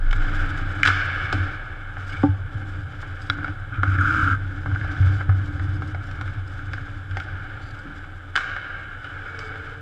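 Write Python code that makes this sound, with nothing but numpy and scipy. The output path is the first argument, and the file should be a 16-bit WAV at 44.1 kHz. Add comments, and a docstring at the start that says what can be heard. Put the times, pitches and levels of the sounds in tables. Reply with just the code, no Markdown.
"""Ice hockey in an indoor arena

Blades chip the ice as they carve and stop; sticks and puck clack, and two shots ring through the hall.
Boards and glass hum with the skating and thump under the puck, over the rush of the ventilation.
Heard from a cased camera on the glass behind the goal, whose case adds a hollow resonance."""
import sys
import numpy as np
from scipy import signal
from scipy.fft import rfft, irfft, next_fast_len
from scipy.io import wavfile
from scipy.ndimage import uniform_filter1d

SR = 44100
rng = np.random.default_rng(int(sys.argv[2]) if len(sys.argv) > 2 else 0)


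def wav_record(signal):
    """Record a signal, one row per channel, as 16-bit PCM in the file named by sys.argv[1]."""
    frames = np.transpose(np.atleast_2d(signal))
    bounded = np.clip(frames, -1, 1)
    # unit amplitude maps onto the largest positive 16-bit level
    quanta = np.round(bounded * 32767).astype(np.int16)
    wavfile.write(sys.argv[1], SR, quanta)


N = 432621
HZ = np.fft.rfftfreq(N, 1 / SR)
TIME = np.arange(N) / SR
BAND_LIMIT_HZ = 15000

# normal modes of the boards and glass: f/Hz, relative level/dB, T60/s
BOARD_MODES = [(95.5, -16, 0.4), (136, -12, 0.13), (217, -2, 0.027), (288.5, -1, 0.15), (402, -12, 0.059),
               (542, -9.5, 0.06), (778, -8.5, 0.08), (866, -22, 0.21), (1000, -11, 0.023),
               (1177, -15.5, 0.041), (1420, -18, 0.025)]
# spectrum of ice spray: f/Hz, relative level/dB
SPRAY_SPECTRUM = [(1000, -39.5), (2400, -11.5), (3500, -7), (5000, -0.5), (8000, 3.5), (14000, 0)]


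def amp(db):
    """Amplitude ratio of a level in decibels."""
    return 10 ** (np.asarray(db) / 20)


def unit(x):
    """Normalisation to rms 1."""
    return x / np.sqrt(np.mean(x ** 2) + 1e-20)


def at_peak(x, peak_db):
    """Normalisation to a peak level."""
    return amp(peak_db) * x / abs(x).max()


def curve(points, hz=HZ):
    """Linear interpolation on a logarithmic frequency axis."""
    f, value = np.transpose(points)
    return np.interp(np.log(hz + 1), np.log(f + 1), value)


def envelope(points):
    """Amplitude envelope from levels interpolated in time."""
    return amp(np.interp(TIME, *np.transpose(points)))


def add(mix, start_s, sound):
    """Superposition of a sound on the mix."""
    part = mix[max(round(start_s * SR), 0):][:len(sound)]
    part += sound[:len(part)]


def coloured(x, db):
    """Spectral shaping by levels given on HZ, to rms 1."""
    size = next_fast_len(N, True)
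    gain = amp(np.interp(np.fft.rfftfreq(size, 1 / SR), HZ, db))
    return unit(irfft(rfft(x, size) * gain, size)[:N])


def minimum_phase(db):
    """Causal impulse response of a spectrum, by the Hilbert transform of its log magnitude."""
    log_gain = np.log(amp(np.r_[db, db[-2:0:-1]]))
    return np.fft.ifft(np.exp(np.conj(signal.hilbert(log_gain)))).real


def wander(per_s):
    """Slow random modulation of rms about 1."""
    knots = rng.standard_normal(N // 50)
    return np.interp(TIME * per_s, np.arange(len(knots)), knots) * np.sqrt(3 / 2)


def drone(db, hold_s):
    """A resonance under random excitation, its slow swells evened out."""
    x = coloured(rng.standard_normal(N), db)
    power = uniform_filter1d(x ** 2, max(int(hold_s * SR), 2))
    return x / np.sqrt(abs(power) + 1e-4)


def resonate(x, hz, width_hz):
    """A resonator of unit gain whose centre frequency follows the curve hz."""
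    phasor = np.exp(2j * np.pi * np.cumsum(hz) / SR)
    pole = np.exp(-np.pi * width_hz / SR)
    return 2 * (phasor * signal.lfilter([1 - pole], [1, -pole], x / phasor)).real


def case_db(hz):
    """Transmission through the camera case: its wall absorbs treble and its resonances add peaks."""
    # resonances and notches: f/Hz, width/Hz, gain/dB
    resonances = [(552, 126, 5), (768, 96, 11), (868, 63, 6), (1060, 160, -1), (1326, 400, 13),
                  (1607, 390, 16.5), (2203, 258, 9), (2700, 370, 0.5), (3030, 255, 10.5), (3427, 365, 11.5),
                  (3853, 390, 7), (4960, 790, 4.5), (7550, 1400, 4)]
    # transmission of the wall: f/Hz, gain/dB
    wall = [(60, -13.5), (200, -1.5), (400, 2.5), (1000, 1.5), (1950, -3.5), (2700, -5), (4200, -14),
            (6000, -20.5), (9000, -33), (12000, -38.5), (14500, -47.5)]
    peaks = sum(db * 2 ** -((2 * (hz - f) / width) ** 2) for f, width, db in resonances)
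    return curve(wall, hz) + peaks


def ventilation(case):
    """Moving air radiates steady broadband noise."""
    # spectrum of the air: f/Hz, relative level/dB
    spectrum = [(30, 1.5), (90, 19.5), (200, 4.5), (400, 2.5), (800, -5), (1500, -5), (3000, -4),
                (5000, -9.5), (8000, 2.5), (14000, 7.5)]
    return amp(-45.5) * coloured(rng.standard_normal(N), case + curve(spectrum))


def far_tones():
    """Narrow-band noise is heard as pitch: two faint tones swell far down the rink."""
    # tones: start t/s, peak t/s, end t/s, f/Hz, width/Hz, level/dB
    tones = [(9.2, 9.42, 10.4, 448, 20, -47), (9.15, 9.42, 9.62, 2250, 30, -46)]
    out = np.zeros(N)
    for start, peak, end, hz, width, db in tones:
        tone = drone(-20 * np.log10(1 + (2 * (HZ - hz) / width) ** 2), hold_s=0.058)
        out += amp(db) * np.interp(TIME, [start, peak, end], [0, 1, 0]) * tone
    return out


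def hall(x, early_db, early_t60, late_db, late_s):
    """Reverberation: early scatter from glass and ice, then a long tail from roof and far walls."""
    # reverberation time: f/Hz, T60/s
    decay = [(200, 2.4), (800, 3.3), (1500, 3.1), (3000, 2.4), (5000, 1.3), (8000, 0.56), (14000, 1)]
    # colour of the reflections: f/Hz, relative level/dB
    walls = [(500, 0.86), (1000, 0.081), (1450, -0.78), (2400, -1.2), (3800, -1.7), (7000, 1.3),
             (13000, -1.2)]
    reflections = rng.standard_normal(2 * SR) * (rng.random(2 * SR) < 5000 / SR)
    hz, t, bands = signal.stft(reflections, SR, nperseg=256)
    far_echo = amp(late_db) * np.exp(-((t - late_s) / 0.09) ** 2)
    late = amp(-60 * t / curve(decay, hz)[:, None]) * (1 + far_echo)
    early = amp(early_db - 60 * t / early_t60)
    onset = np.clip(t / 0.0045, 0, 1)
    colour = amp(curve(walls, hz))[:, None]
    tail = signal.istft(bands * colour * (late + early) * onset, SR, nperseg=256)[1]
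    return signal.fftconvolve(x, tail / np.linalg.norm(tail))[:N]


def strokes(rows, layer, rise_s, fall_s, ends_db):
    """Incoherent blade strokes add in power; each follows a parabola in level, ends_db at its ends."""
    column = {"scrape": 2, "spray": 3, "hum": 4}[layer]
    power = np.zeros(N)
    for row in rows:
        start, length = row[:2]
        t = np.arange(0, length, 1 / SR)
        contact = np.clip(np.minimum(t / rise_s, (length - t) / fall_s), 0, 1)
        load = amp(row[column] + ends_db * (2 * t / length - 1) ** 2)
        add(power, start, (contact * load) ** 2)
    return np.sqrt(power)


def striding(layer, ends_db, far_db):
    """Envelope of a skating layer: the power sum of near strides and steady far players."""
    # strides and carves: start t/s, length/s, then mid-stroke level/dB of scrape, spray and hum
    strides = [(0.0, 0.25, -39.5, -59, -50), (0.14, 0.53, -31, -50, -39), (0.56, 0.45, -33.5, -52.5, -40.5),
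               (0.88, 0.73, -34.5, -53, -48.5), (1.96, 0.38, -38.5, -53, -48.5),
               (2.5, 0.36, -42, -58.5, -44.5), (2.85, 0.72, -42, -60.5, -53), (3.28, 0.28, -40, -65, -38.5),
               (4.36, 0.48, -41.5, -60, -43), (4.78, 0.51, -34.5, -51.5, -40),
               (5.24, 0.76, -44, -59.5, -40.5), (5.98, 0.46, -41, -60.5, -47),
               (6.46, 0.595, -43.5, -60, -47.5), (7.1, 0.56, -39.5, -66, -52),
               (7.54, 0.6, -43, -63.5, -52.5), (9.02, 0.46, -37.5, -60.5, -62),
               (9.36, 0.45, -37, -58, -54.5)]
    near = strokes(strides, layer, rise_s=0.027, fall_s=0.075, ends_db=ends_db)
    return np.hypot(near, amp(far_db))


def skidding(layer, ends_db):
    """Envelope of a layer of the hard stop: friction sets in quickly as the edges bite."""
    # skids: start t/s, length/s, then mid-stroke level/dB of scrape, spray and hum
    skids = [(3.72, 0.12, -30, -70, -44.5), (3.82, 0.19, -28, -56.5, -37), (3.975, 0.41, -20.5, -49, -33.5)]
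    return strokes(skids, layer, rise_s=0.011, fall_s=0.055, ends_db=ends_db)


def board_drive():
    """Envelope of the boards' upper mode: forced by the blades, decaying freely after each jolt."""
    # blows on the boards: t/s, level/dB
    jolts = [(0.799, -33), (1.33, -28.5), (3.36, -34.5), (4.65, -33.5), (5.41, -34), (5.78, -35.5),
             (7.84, -37)]
    rise_s, t60 = 0.022, 0.53
    power = striding("hum", ends_db=-4, far_db=-53) ** 2 + skidding("hum", ends_db=1.5) ** 2
    t = np.arange(SR) / SR
    for start, db in jolts:
        add(power, start, (np.minimum(t / rise_s, 1) * amp(db - 60 * t / t60)) ** 2)
    return np.sqrt(power)


def glass_sway():
    """The pane vibrates in a very low resonance, strongly at first and then settling."""
    # sway: t/s, level/dB
    sway = [(0.0, -14), (0.66, -28), (0.8, -34.5), (3.3, -39), (4.15, -36.5), (6.5, -38), (9.81, -45)]
    # resonance of the pane: f/Hz, relative level/dB
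    pane = [(10, -53.5), (19, -13.5), (26.5, 1.0), (33, -12), (41, -30.5), (80, -68.0), (200, -110)]
    return envelope(sway) * drone(curve(pane), hold_s=0.2)


def board_hum():
    """Forced vibration: skating drives two modes of the boards and a broad rumble."""
    # low hum, highest while skaters pass close behind the goal: t/s, level/dB
    passes = [(0.0, -31.5), (0.6, -31), (1.4, -32), (1.85, -39.5), (2.45, -31), (3.1, -36.5), (3.65, -35.5),
              (4.05, -26.5), (4.55, -31), (5.15, -26), (6.0, -32), (7.3, -35.5), (8.3, -42), (9.81, -40.5)]
    # spectra of the lowest mode, the rumble and the upper mode: f/Hz, relative level/dB
    low_spectrum = [(50, -34), (66, -17), (80, -16), (92, 1.5), (103, -12.5), (120, -14.5), (145, -33),
                    (200, -48)]
    rumble_spectrum = [(30, -19.5), (46, -10), (64, -1.5), (90, -2), (118, -3), (145, -0.5), (180, -19.5),
                       (260, -27)]
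    upper_spectrum = [(150, -22), (210, -17.5), (255, -17), (292, -1), (320, -9), (350, -25), (450, -35.5),
                      (800, -49)]
    rolloff = -40 * np.log10(1 + (HZ / 900) ** 2)  # the heavy panels carry no treble
    shake = envelope(passes) * amp(1.5 * wander(per_s=12))  # the skaters' weight shifts unevenly
    drive = board_drive()
    low = shake * drone(curve(low_spectrum) + rolloff, hold_s=0.15)
    rumble = np.hypot(amp(-10) * shake, drive) * drone(curve(rumble_spectrum) + rolloff, hold_s=0.17)
    upper = drive * drone(curve(upper_spectrum) + rolloff, hold_s=0.18)
    return low + rumble + upper


def board_bumps(rise_s, t60):
    """A soft blow excites only the lowest mode of the boards."""
    # footfalls and dull bumps: t/s, peak level/dB
    bumps = [(0.718, -27), (0.874, -17.5), (1.335, -18), (1.4, -20.5), (1.97, -27), (2.183, -25.5),
             (2.287, -12.5), (2.55, -19), (2.782, -27), (3.291, -22.5), (3.49, -22), (3.78, -17),
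             (3.873, -14), (3.98, -15.5), (4.225, -16.5), (4.31, -15.5), (4.658, -18), (4.75, -25.5),
             (4.998, -9), (5.063, -15), (5.286, -9), (5.595, -23.5), (5.68, -20), (5.786, -20.5),
             (6.222, -22), (6.37, -22), (7.105, -27), (7.32, -27), (7.72, -26.5)]
    t = np.arange(SR // 2) / SR
    onset = 1 - np.exp(-(t / rise_s) ** 2)
    ring = np.sin(2 * np.pi * BOARD_MODES[0][0] * t) * onset * amp(-60 * t / t60)
    out = np.zeros(N)
    for start, db in bumps:
        add(out, start, at_peak(ring, db))
    return out


def puck_thump(cutoff_hz, rise_s):
    """The puck sets the boards' damped modes ringing; its compliant rubber weakens the highest."""
    # impact: t/s, peak level/dB
    start, peak_db = 2.2335, -5
    t = np.arange(SR // 2) / SR
    ring = np.zeros(len(t))
    for k, (hz, db, t60) in enumerate(BOARD_MODES):
        excitation = (-1) ** k / (1 + (hz / cutoff_hz) ** 4)
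        ring += excitation * amp(db - 60 * t / t60) * np.sin(2 * np.pi * hz * t)
    out = np.zeros(N)
    add(out, start, at_peak(ring * (1 - np.exp(-t / rise_s)), peak_db))
    return out


def chips(per_s, spread_db, hiss, chatter_db, chatter_per_s):
    """Brittle fracture under an edge: random impulses and hiss, modulated by the blade's chatter."""
    size = amp(spread_db * np.minimum(rng.exponential(1, N), 4)) * rng.standard_normal(N)
    cracks = unit(size * (rng.random(N) < per_s / SR))
    return (cracks + hiss * rng.standard_normal(N)) * amp(chatter_db * wander(chatter_per_s))


def shifting(x, depth_db):
    """The contact length of the edge keeps changing, so narrow bands of the scrape come and go."""
    bands = signal.stft(x, SR, nperseg=512)[2]
    patches = uniform_filter1d(rng.standard_normal(bands.shape), size=4, axis=0)
    patches = uniform_filter1d(patches, size=20, axis=1)
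    return signal.istft(bands * amp(depth_db * unit(patches)), SR, nperseg=512)[1][:N]


def skating(case):
    """Sliding friction: blades scrape the rink and throw a hissing spray."""
    # spectrum of the scrape: f/Hz, relative level/dB
    spectrum = [(150, -23.5), (400, 0.5), (800, -5), (1500, 0.5), (2400, 3), (3500, -7.5), (5000, -2.5),
                (9000, -25)]
    edge = chips(per_s=1100, spread_db=2.5, hiss=1.7, chatter_db=1.3, chatter_per_s=45)
    snow = chips(per_s=1500, spread_db=-0.5, hiss=1.0, chatter_db=3.0, chatter_per_s=50)
    scrape = coloured(edge, case + curve(spectrum))
    spray = coloured(shifting(snow, depth_db=1.5), case + curve(SPRAY_SPECTRUM))
    scrape *= striding("scrape", ends_db=-3.5, far_db=-48.5)
    spray *= striding("spray", ends_db=-6, far_db=-66)
    return scrape + spray


def scuffs(case):
    """Chips excite the modes of a briefly biting blade, whose pitch arches with the load."""
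    # scuffs and cuts: t/s, rms level/dB, length/s, lowest mode f/Hz
    cuts = [(0.243, -57, 0.06, 3020), (2.04, -61, 0.24, 4900), (2.095, -53, 0.08, 2900),
            (2.123, -44, 0.13, 2250), (3.192, -59, 0.14, 4900), (3.71, -53.5, .1, 2400),
            (3.905, -49, 0.09, 2350), (3.994, -61, 0.085, 6500), (5.736, -62, 0.043, 5000),
            (5.871, -59, 0.027, 5060), (6.055, -66, .1, 5460), (6.26, -75, 0.054, 5500),
            (6.463, -64, 0.091, 5200), (7.597, -59, 0.17, 4530), (7.788, -61, 0.036, 5000),
            (9.037, -52.5, 0.15, 2940), (9.387, -58, 0.12, 4800)]
    # modes of a steel blade: frequency ratio, relative level/dB
    modes = [(1, 3), (1.3, -2), (1.56, -3), (2.149, -6), (3.35, -1)]
    grit = chips(per_s=1200, spread_db=-1.5, hiss=1.0, chatter_db=6.0, chatter_per_s=100)
    grit = coloured(grit, case + curve([(1500, -10.5), (2300, 8.0), (5000, -5.0), (9000, 6.5)]))
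    out = np.zeros(N)
    for start, db, length, hz in cuts:
        force = grit[int(start * SR):][:int(length * SR)]
        progress = np.linspace(0, 1, len(force))
        pitch = hz * (1 + 0.048 * (np.sin(np.pi * progress) - 0.5))
        width_hz = 0.15 * hz
        ring = np.zeros(len(force))
        for ratio, mode_db in modes:
            if hz * ratio < BAND_LIMIT_HZ:
                band = resonate(force, pitch * ratio, width_hz)
                ring += amp(mode_db) * resonate(band, pitch * ratio, width_hz)
        contact = np.interp(progress, [0, 0.15, 0.7, 1], [0.41, 1, 0.37, 0.079])
        add(out, start, amp(db) * unit(ring * contact))
    return out


def hard_stop(case):
    """Abrasion: both blades, turned sideways, shave the ice and fling a sheet of snow."""
    # spectrum of the skid: f/Hz, relative level/dB
    spectrum = [(150, -5), (400, -7), (800, -14.5), (1350, 9.5), (1750, -1), (2400, 1), (3500, -13.5),
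                (5000, -25), (9000, -17.5)]
    finer = curve([(3000, -3.5), (5000, 1.5), (8500, 2), (14000, 4.5)])  # finer than a glide's spray
    edge = chips(per_s=1600, spread_db=-1.5, hiss=1.0, chatter_db=0.0, chatter_per_s=170)
    scrape = coloured(shifting(edge, depth_db=1.5), case + curve(spectrum))
    spray = coloured(shifting(edge, depth_db=1), case + curve(SPRAY_SPECTRUM) + finer)
    return skidding("scrape", ends_db=-4.5) * scrape + skidding("spray", ends_db=-10.5) * spray


def shaft(peak_db, hz, t60):
    """Free vibration: a struck stick shaft rings briefly in a cluster of modes."""
    # modes of a shaft: frequency ratio, relative level/dB
    modes = [(1, 1.5), (1.148, 0.5), (1.45, -13), (1.622, -14)]
    t = np.arange(4096) / SR
    ring = sum(amp(db) * np.sin(2 * np.pi * (hz * ratio * t + rng.random())) for ratio, db in modes)
    onset = 1 - np.exp(-t / 0.0003)
    return at_peak(ring * amp(-60 * t / t60) * onset, peak_db)


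def clack(peak_db, treble_db, low_db, t60, rattle):
    """A hard contact: an impulse and its brief rattle, convolved with the response of the case."""
    # spectrum of the contact: f/Hz, relative level/dB
    contact = [(480, -3), (790, -1), (1100, -0.5), (1550, -2.5), (2300, 2.5), (3400, -1.5),
               (5000, 3.5), (12000, 0)]
    hz = np.fft.rfftfreq(2048, 1 / SR)
    t = np.arange(4096) / SR
    body = case_db(hz) + curve(contact, hz)
    power = amp(body) ** 2
    body_low, body_treble = (10 * np.log10(power[(hz > bottom) & (hz < top)].sum() / power.sum())
                             for bottom, top in [(400, 1000), (3000, 9000)])
    # a harder contact is brighter, a heavier one has more low end
    tilt = [(900, low_db - body_low), (1350, 0.015), (1900, 0), (3400, treble_db - body_treble)]
    force = rattle * rng.standard_normal(len(t)) * amp(-60 * t / max(t60, 0.003))
    force[0] += 1
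    return at_peak(signal.fftconvolve(force, minimum_phase(body + curve(tilt, hz))), peak_db)


def sticks():
    """Impacts of stick, ice and puck: the direct sound, and the part that excites the hall."""
    # contacts in the two shots: t/s, peak level/dB, nominal treble and low shares/dB, rattle T60/s
    shots = [(0.832, -4, -13.5, -41, 0.016), (0.853, -9.5, -15, -24.5, 0.031),
             (0.86, -5.5, -17, -23.5, 0.034), (0.874, -7.5, -10, -19.5, 0.029),
             (0.877, -6, -10, -22.5, 0.018), (0.887, -12.5, -22, -14, 0.031), (0.902, -11, -26, -28, 0.059),
             (8.356, -10, -18, -27, 0.014), (8.362, -5.5, -10.5, -20.5, 0.013),
             (8.376, -9.5, -19, -26, 0.011), (8.407, -20.5, -22, -22, 0.021)]
    # stick taps and blade strikes, close by but for a far clack at 9.39 s: t/s, peak level/dB, nominal treble
    # and low shares/dB
    taps = [(0.111, -21.5, -10, -14), (0.129, -16, -16, -17.5), (0.281, -23.5, -33, -23),
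            (1.327, -10.5, -9.5, 0.5), (1.969, -24, -28, -9), (2.232, -17.5, -35, -3.5),
            (3.029, -26, -31, -6.5), (3.3, -11, -28.5, -20), (3.386, -25, -39, -19),
            (3.445, -16, -27.5, -15.5), (3.48, -23.5, -27, -14), (3.833, -10.5, -22, -5.5),
            (3.987, -13, -39, -36), (4.66, -18, -39, -13), (4.715, -24.5, -33, -27), (4.749, -25, -27, -22),
            (4.76, -17.5, -43.5, -18.5), (4.812, -20.5, -33.5, -33.5), (4.845, -25, -19, -6.5),
            (5.208, -19.5, -41, -10), (5.293, -21.5, -28, -5), (5.596, -23, -27, -19),
            (5.821, -22, -22, -10), (5.947, -23.5, -26, -9), (6.113, -29, -10, -22),
            (6.212, -20.5, -15.5, -15), (6.278, -26, -22, -25), (6.592, -27, -19, -24),
            (6.734, -21, -17.5, -16), (6.779, -26.5, -37, -29), (7.111, -28, -15, -38),
            (7.17, -16.5, -10, -3.5), (7.201, -22, -16, -40), (8.565, -16, -25, -19),
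            (9.044, -23.5, -20, -19), (9.392, -23, -13, -12)]
    # shafts ringing after the hardest blows: t/s, peak level/dB, lowest mode f/Hz, T60/s
    shafts = [(0.833, -5, 2060, 0.016), (0.877, -10, 1480, 0.033), (3.2989, -12, 3390, 0.019),
              (3.3, -10.5, 1410, 0.027), (3.833, -8.5, 1266, 0.025), (7.17, -24, 1840, 0.034),
              (8.355, -19, 1600, 0.0077), (8.364, -17, 3040, 0.031), (8.377, -16, 1145, 0.025),
              (9.39, -31.5, 4800, 0.023)]
    direct, to_hall = np.zeros((2, N))
    for start, db, treble_db, low_db, t60 in shots:
        add(direct, start, clack(db, treble_db, low_db, t60, rattle=0.14))
        add(to_hall, start, clack(db - 2, treble_db=-18.5, low_db=low_db, t60=t60, rattle=0.17))
    for start, db, treble_db, low_db in taps:
        t60 = 0.03 * 2 ** (low_db / 41 - db / 36)  # a hollow or light tap rattles longer
        tap = clack(db, treble_db, low_db, t60, rattle=0.15)
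        add(direct, start, tap)
        add(to_hall, start, amp(-6.5) * tap)
    for start, db, hz, t60 in shafts:
        ring = shaft(db, hz, t60)
        add(direct, start, ring)
        add(to_hall, start, amp(-25) * ring)
    return direct, to_hall


def scene():
    """Superposition of the arena's background, the boards, the blades and the sticks."""
    case = case_db(HZ)
    direct, to_hall = sticks()
    air = ventilation(case)
    echo = amp(-0.5) * hall(to_hall, early_db=3.0, early_t60=0.16, late_db=-9.5, late_s=0.38)
    blades = skating(case) + scuffs(case) + hard_stop(case)
    hum = glass_sway() + board_hum()
    blows = board_bumps(rise_s=0.0061, t60=0.36) + puck_thump(cutoff_hz=1900, rise_s=0.0055)
    return (air + far_tones() + echo + hum + blows + blades + direct)[None]


def record(dry):
    """Band limiting by a linear-phase low-pass filter."""
    lowpass = signal.firwin(511, BAND_LIMIT_HZ, window=("kaiser", 9), fs=SR)
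    return signal.oaconvolve(dry, lowpass[None], "same")


dry = scene()
out = record(dry)
wav_record(out)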